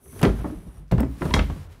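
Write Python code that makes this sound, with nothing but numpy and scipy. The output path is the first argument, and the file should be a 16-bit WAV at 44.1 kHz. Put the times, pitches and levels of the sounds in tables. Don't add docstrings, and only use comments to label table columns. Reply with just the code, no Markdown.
import sys
import numpy as np
from scipy import signal
from scipy.fft import rfft, irfft, next_fast_len
from scipy.io import wavfile
from scipy.ndimage import map_coordinates

SR = 44100
rng = np.random.default_rng(int(sys.argv[2]) if len(sys.argv) > 2 else 0)


def boost_factor(decibels):
    exponent = np.asarray(decibels, float) / 20
    return 10 ** exponent


def to_wav(sig):
    pcm = np.clip(np.atleast_2d(sig), -1, 1) * 32767
    pcm = np.round(pcm).astype(np.int16)
    wavfile.write(sys.argv[1], SR, pcm.T)


N = 79380


def clock(samples):
    return np.arange(samples) / SR


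def unit(x):
    return x / np.sqrt(np.mean(x ** 2) + 1e-20)


def along(points, hz):
    f, v = np.transpose(points)
    return np.interp(np.log(hz + 1), np.log(f + 1), v)


def curves(rows):
    s, *cols = np.transpose(rows)
    return [np.interp(clock(N), s, c) for c in cols]


def wobble(rate_hz):
    knots = rng.standard_normal(int(N * rate_hz / SR) + 4)
    return map_coordinates(knots, [np.arange(N) * rate_hz / SR])


def filtered(x, response):
    m = next_fast_len(len(x) + 8192)
    f = np.fft.rfftfreq(m, 1 / SR)
    return irfft(rfft(x, m) * response(f), m)[:len(x)]


def peak(f, hz, width_hz):
    return 1j * f * width_hz / (hz * hz - f * f + 1j * f * width_hz)


def hiss(points):
    return unit(filtered(rng.standard_normal(N), lambda f: boost_factor(along(points, f))))


def ring(t, hz, db, t60_s, rise_s):
    decay = boost_factor(db - 60 * t / max(t60_s, .003))
    return decay * np.sin(2 * np.pi * hz * t) * (1 - np.exp(-t / rise_s))


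def add(track, s, sound):
    part = track[round(s * SR):][:len(sound)]
    part += sound[:len(part)]


# f/Hz, t60/s
WOOD_T60 = [(130, 0.25), (400, 0.13), (1000, 0.085), (3000, 0.072)]


def timber(t, shape, rise_s, count, tilt_db=0):
    lo, hi = np.log(shape[0][0]), np.log(shape[-1][0])
    place, level, sign = rng.random((count, 3)).T
    hz = np.exp(lo + (hi - lo) * (np.arange(count) + place) / count)
    octaves = np.clip(np.log2(hz / shape[1][0]), 0, None)
    db = along(shape, hz) + tilt_db * octaves + 8 * (level - .5)
    return sum(ring(t, f, g, along(WOOD_T60, f), rise_s) * np.sign(u - .5) for f, g, u in zip(hz, db, sign))


# t/s, peak level/dB, panel f/Hz, hardness/dB, panel t60/s
KNOCKS = [(.062, -43, 390, -14, 0.085), (0.129, -38, 220, -8, 0.12), (1.286, -17, 233, -22, 0.057),
          (.213, -19, 435, -12, 0.036), (.230, -3.5, 155, -14, 0.07), (.242, -13.5, 291, -5.5, 0.057),
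          (.257, -7, 391.2, -15, 0.079), (0.269, -4, 189, -38, 0.075), (.277, -4.5, 187, -44, 0.038),
          (0.312, -19.5, 149, -32, .04), (.443, -17.5, 299, -10.5, 0.05), (0.456, -20, 268, -16, 0.055),
          (.5, -21.5, 205, -19, 0.046), (.522, -22.5, 315, -28, 0.054), (0.57, -28, 181, -39, 0.086),
          (0.666, -29.5, 188, -30.5, 0.066), (0.912, -22.5, 178, -10.5, 0.11),
          (0.921, -8.5, 133, -16.5, 0.13), (0.938, -4, 135, -36, 0.064), (.981, -13.5, 176, -13.5, 0.075),
          (1.003, -9, 224.3, -19.5, 0.076), (1.029, -12.5, 267, -20, 0.094),
          (1.21, -18.5, 320, -21.5, 0.05), (1.219, -14, 170.5, -9.5, 0.057),
          (1.253, -14.5, 161, -15, 0.053), (1.339, -7, 155, -16, 0.041), (1.365, -14.5, 169, -5, 0.065),
          (1.386, -15.5, 199.4, -6.5, 0.086), (1.498, -21, 140, -15, .08), (1.56, -23, 181.6, -24.5, 0.071),
          (.16, -34, 383, -14, .1), (0.298, -17, 366, -39, 0.08), (0.794, -47.5, 336, -21, 0.089),
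          (0.829, -33, 143, -47, 0.075), (1.05, -26.5, 390, -25, .1), (1.424, -23, 140, -27, 0.056)]
# f/Hz, level/dB
SLAB = [(130, -4), (250, -4.5), (400, -4.5), (700, -9.5)]
# f/Hz, level/dB
JAMB = [(500, -2.5), (900, -1.5), (1350, -1.5), (2300, -11.5)]


def knocks():
    out, t = np.zeros(N), clock(SR // 5)
    rise_s, slab_db, slab_follows, jamb_db = 0.0031, -7, 0.41, -10
    soft_dulls = .33
    for s, db, hz, hard_db, t60_s in KNOCKS:
        panel = ring(t, hz, 0, t60_s, rise_s)
        slab = boost_factor(slab_db + slab_follows * hard_db) * timber(t, SLAB, rise_s, count=10)
        jamb = timber(t, JAMB, rise_s=0.00043, count=24, tilt_db=soft_dulls * hard_db)
        add(out, s, boost_factor(db) * (panel + slab + boost_factor(jamb_db + hard_db) * jamb))
    return out


# t/s, level/dB
CRACKS = [
    (1.3385, -11.5),
    (1.3418, -30),
    (1.391, -28.5),
]
# f/Hz, level/dB, t60/s
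CRACK_MODES = [(1050, -1, .03), (1600, -5, .02), (2120, -1, .025), (2900, -6, .015), (3270, 0, .022),
               (3800, -2, .016), (5200, -8, .016), (5650, -9, .016)]


def cracks():
    out, t = np.zeros(N), clock(SR // 10)
    for s, db in CRACKS:
        modes = [ring(t, hz, db + g + rng.normal(0, 0.67), t60_s, 0.00068) for hz, g, t60_s in CRACK_MODES]
        add(out, s, sum(modes))
    return out


def burst(hz, db, t60_s, width, roof):
    t = clock(SR // 10)
    noise = rng.standard_normal(len(t))
    noise = unit(filtered(noise, lambda f: peak(f, hz, width * hz) / (1 + 1j * f / (roof * hz)) ** 6))
    return noise * boost_factor(db - 60 * t / max(t60_s, .003)) * (1 - np.exp(-t / 0.00019))


# t/s, peak level/dB, centre f/Hz, t60/s
SNAPS = [(.058, -51.5, 1830, 0.022), (.193, -36.5, 1900, 0.032), (.229, -20.5, 2620, 0.04),
         (.2515, -20, 2690, 0.025), (.238, -17.5, 1530, 0.061), (.913, -35, 3300, 0.037),
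         (.921, -31.5, 2210, 0.052), (.980, -39, 2410, 0.073), (.998, -30, 1980, 0.036),
         (1.031, -31, 1520, 0.029), (1.219, -30, 2180, 0.031), (1.3095, -30.5, 2440, 0.017),
         (1.3385, -9.5, 2440, 0.013), (1.3445, -11, 1870, 0.011), (1.347, -33, 6650, 0.13),
         (1.367, -26, 1300, 0.04), (1.392, -19, 2280, 0.043), (1.499, -38, 1760, 0.054),
         (.217, -34, 3020, 0.036), (.245, -26, 1490, .03), (.259, -28, 1700, 0.021),
         (.292, -31, 1710, 0.02), (.127, -49, 1070, 0.033), (1.252, -44, 4200, 0.068),
         (1.263, -37, 1400, 0.017), (1.306, -34.5, 3550, .012), (1.424, -37, 2800, 0.027),
         (1.409, -36, 1700, .025)]


def snaps():
    out = np.zeros(N)
    for s, db, hz, t60_s in SNAPS:
        add(out, s, burst(hz, db - 2, t60_s, width=0.88, roof=2.41))
    return out


# t/s, peak level/dB, centre f/Hz
TICKS = [(0.192, -31, 7900), (0.215, -27, 12800), (0.229, -20, 7700), (0.2339, -18.5, 12300),
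         (0.245, -31, 11100), (0.25, -47, 6960), (0.915, -35, 10000), (0.9181, -30, 10900),
         (.981, -39, 8500), (0.997, -40, 11500), (1.0047, -25, 13300), (1.2534, -42, 9100),
         (1.3394, -18, 5940), (1.342, -15, 7300), (.88, -55, 5800), (.795, -50, 11100)]


def ticks():
    out = np.zeros(N)
    for s, db, hz in TICKS:
        add(out, s, burst(hz, db - 5.5, t60_s=.012, width=0.63, roof=1.77))
    return out


# t/s, level/dB, focus of the resonances/dB
SLIDE = [(0, -69, 5), (.045, -55.5, 17), (.19, -50.5, 3.5), (.3, -54.5, -2), (.5, -57, -5.5), (.6, -64, 1),
         (.78, -67, 1), (.85, -76.5, -4), (.91, -69.5, -19), (.93, -55, -26), (1.1, -62.5, -7),
         (1.25, -48.5, -6.5), (1.42, -54, -4), (1.58, -58, -40), (1.65, -60, -21), (1.685, -67.5, -10),
         (1.72, -60, -28), (1.8, -67, -28)]
# f/Hz, width/Hz, level/dB
RUB = [(6050, 550, -6), (8050, 600, -12), (9900, 1300, 0), (11600, 700, -7), (13150, 700, -5),
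       (15300, 500, -11)]
# f/Hz, level/dB
RUB_BROAD = [(300, -120), (1000, 5), (3000, 0), (8000, -7), (12000, -7.5), (16000, -14)]


def rubbing():
    level_db, focus_db = curves(SLIDE)
    noise, sag = rng.standard_normal(N), .07
    place = np.clip(clock(N) - .4, 0, .5) * 4
    edge = np.zeros(N)
    for k, scale in enumerate((1, 1 - sag / 2, 1 - sag)):
        tone = unit(filtered(noise, lambda f: sum(boost_factor(g) * abs(peak(f, c * scale, w)) ** 2 for c, w, g in RUB)))
        edge += tone * np.clip(1 - abs(place - k), 0, 1) ** .5
    share = boost_factor(focus_db) / np.sqrt(1 + boost_factor(focus_db) ** 2)
    broad = np.sqrt(1 - share ** 2) * 1.155 * hiss(RUB_BROAD)
    grit_db, gust_db = 1 * wobble(210), 1.2 * wobble(26.34)
    return boost_factor(level_db + grit_db + gust_db) * (share * edge + broad)


# t/s, rumble level/dB, slab hum level/dB
GROAN = [(0, -59, -67), (.06, -52, -57), (.12, -55.5, -50.5), (.2, -36, -41.5), (.4, -35.5, -56),
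         (.6, -46, -56), (.8, -49, -60.5), (.9, -61, -65.5), (1.1, -45.5, -60), (1.19, -46, -68),
         (1.28, -32, -39), (1.45, -36, -54), (1.62, -43.5, -74), (1.72, -48, -66), (1.8, -50, -61)]
# f/Hz, level/dB
GROAN_COLOUR = [(15, -42), (35, -2), (90, -0.5), (180, -17), (380, -19), (1100, -26), (4000, -43.5),
                (6000, -99)]
# f/Hz, width/Hz, level/dB
HUM = [(140, 57, 0.5), (251, 34, 2), (390, 59, -1)]


def groaning():
    drag_db, hum_db = curves(GROAN)
    noise = rng.standard_normal(N)
    hum = unit(filtered(noise, lambda f: sum(boost_factor(g) * peak(f, c, w) ** 2 for c, w, g in HUM)))
    rumble = boost_factor(drag_db + 0.83 * wobble(29.27)) * hiss(GROAN_COLOUR)
    return rumble + boost_factor(hum_db + 3.3 * wobble(32.2)) * hum


# t/s, length/s, from f/Hz, to f/Hz, level/dB
SQUEAKS = [(1.078, .08, 13600, 15750, -66), (1.418, .04, 16000, 14450, -63), (.085, .05, 2120, 2120, -66),
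           (1.27, .065, 10700, 9800, -63), (1.545, .07, 8900, 9350, -66), (1.13, .07, 5300, 5250, -71),
           (1.03, .12, 13400, 11600, -75), (1.11, .05, 9600, 10100, -71), (1.165, .04, 9100, 9300, -69),
           (.56, .12, 10100, 9700, -74), (.66, .13, 9750, 9150, -70), (1.53, .06, 13100, 12900, -72)]


def squeaks():
    out, waver_hz, flicker_db = np.zeros(N), 90 * wobble(130), 3 * wobble(150)
    for s, length_s, from_hz, to_hz, db in SQUEAKS:
        u = np.clip((clock(N) - s) / length_s, 0, 1)
        hz = from_hz + (to_hz - from_hz) * u ** .62 + waver_hz
        swell = np.sin(np.pi * u) ** .5 * (u < 1)
        out += swell * boost_factor(db + flicker_db) * np.sin(2 * np.pi * np.cumsum(hz) / SR)
    return out


# t/s, level/dB, f/Hz, t60/s
BOOMS = [(0.063, -40, 70.3, 0.38), (0.129, -38, 92.4, 0.75), (0.232, -18.5, 88.4, 0.43),
         (0.272, -13, 52.5, 0.57), (0.406, -21, 59, 0.16), (0.557, -25, 43.2, 0.14),
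         (0.68, -18.5, 62.7, 0.074), (0.771, -34.5, 49.2, 0.75), (.916, -11.5, 55, 0.13),
         (0.976, -8, 63.8, 0.2), (1.079, -25, 60, 0.43), (1.213, -30.5, 61, 0.41), (1.307, -13.5, 64, 0.19),
         (1.342, -11, 81, 0.22), (1.359, -14.5, 51, 0.51), (1.404, -15.5, 76.2, 0.31),
         (1.499, -25.5, 87.8, 0.49), (1.656, -31, 86, 0.1), (1.442, -25, 134, 0.18),
         (1.57, -30.5, 140, 0.27), (.79, -38, 144.6, 0.47), (.455, -21, 57, 0.12)]


def wall():
    out, t = np.zeros(N), clock(SR // 2)
    for s, db, hz, t60_s in BOOMS:
        add(out, s, ring(t, hz, db, t60_s, rise_s=.008))
    return out


def loose_strip():
    out, t = np.zeros(N), clock(SR // 2)
    add(out, 1.309, ring(t, 975, -27.5, .15, .001) / (1 + (t / .017) ** 8))
    return out


# f/Hz, t60/s
ROOM = [(90, 0.78), (190, 0.38), (500, 0.18), (2000, 0.24), (6000, 0.26), (14000, 0.06)]


def room(x):
    out, hop = np.zeros(N), SR // 4
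    for start in range(0, N, hop):
        hz, t, z = signal.stft(rng.standard_normal(SR * 3 // 4), SR, nperseg=256)
        decay = boost_factor(-60 * t / along(ROOM, hz)[:, None])
        tail = signal.istft(z * decay, SR, nperseg=256)[1]
        wet = signal.fftconvolve(x[start:start + hop], tail / np.linalg.norm(tail))
        add(out, start / SR + .006, wet)
    return out


def floor_noise():
    return boost_factor(-99) * rng.standard_normal(N)


def scene():
    room_db, wall_send_db = -11, -9
    blows = knocks() + cracks() + snaps() + ticks()
    boom = wall() + loose_strip()
    wet = boost_factor(room_db) * room(blows + boost_factor(wall_send_db) * boom)
    friction = rubbing() + groaning() + squeaks()
    return (blows + boom + wet + friction + floor_noise())[None]


def band_limit(x):
    return signal.sosfilt(signal.butter(12, 15950, fs=SR, output="sos"), x)


def record(dry):
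    bass_hz, ceiling, top_hz = 17, .62, 15700
    x = filtered(dry[0], lambda f: (1j * f / (bass_hz + 1j * f)) ** 2)
    x = x / (1 + abs(x / ceiling) ** 4) ** .25
    mix = filtered(x, lambda f: f < top_hz)[None]
    return band_limit(mix)


dry = scene()
out = record(dry)
to_wav(out)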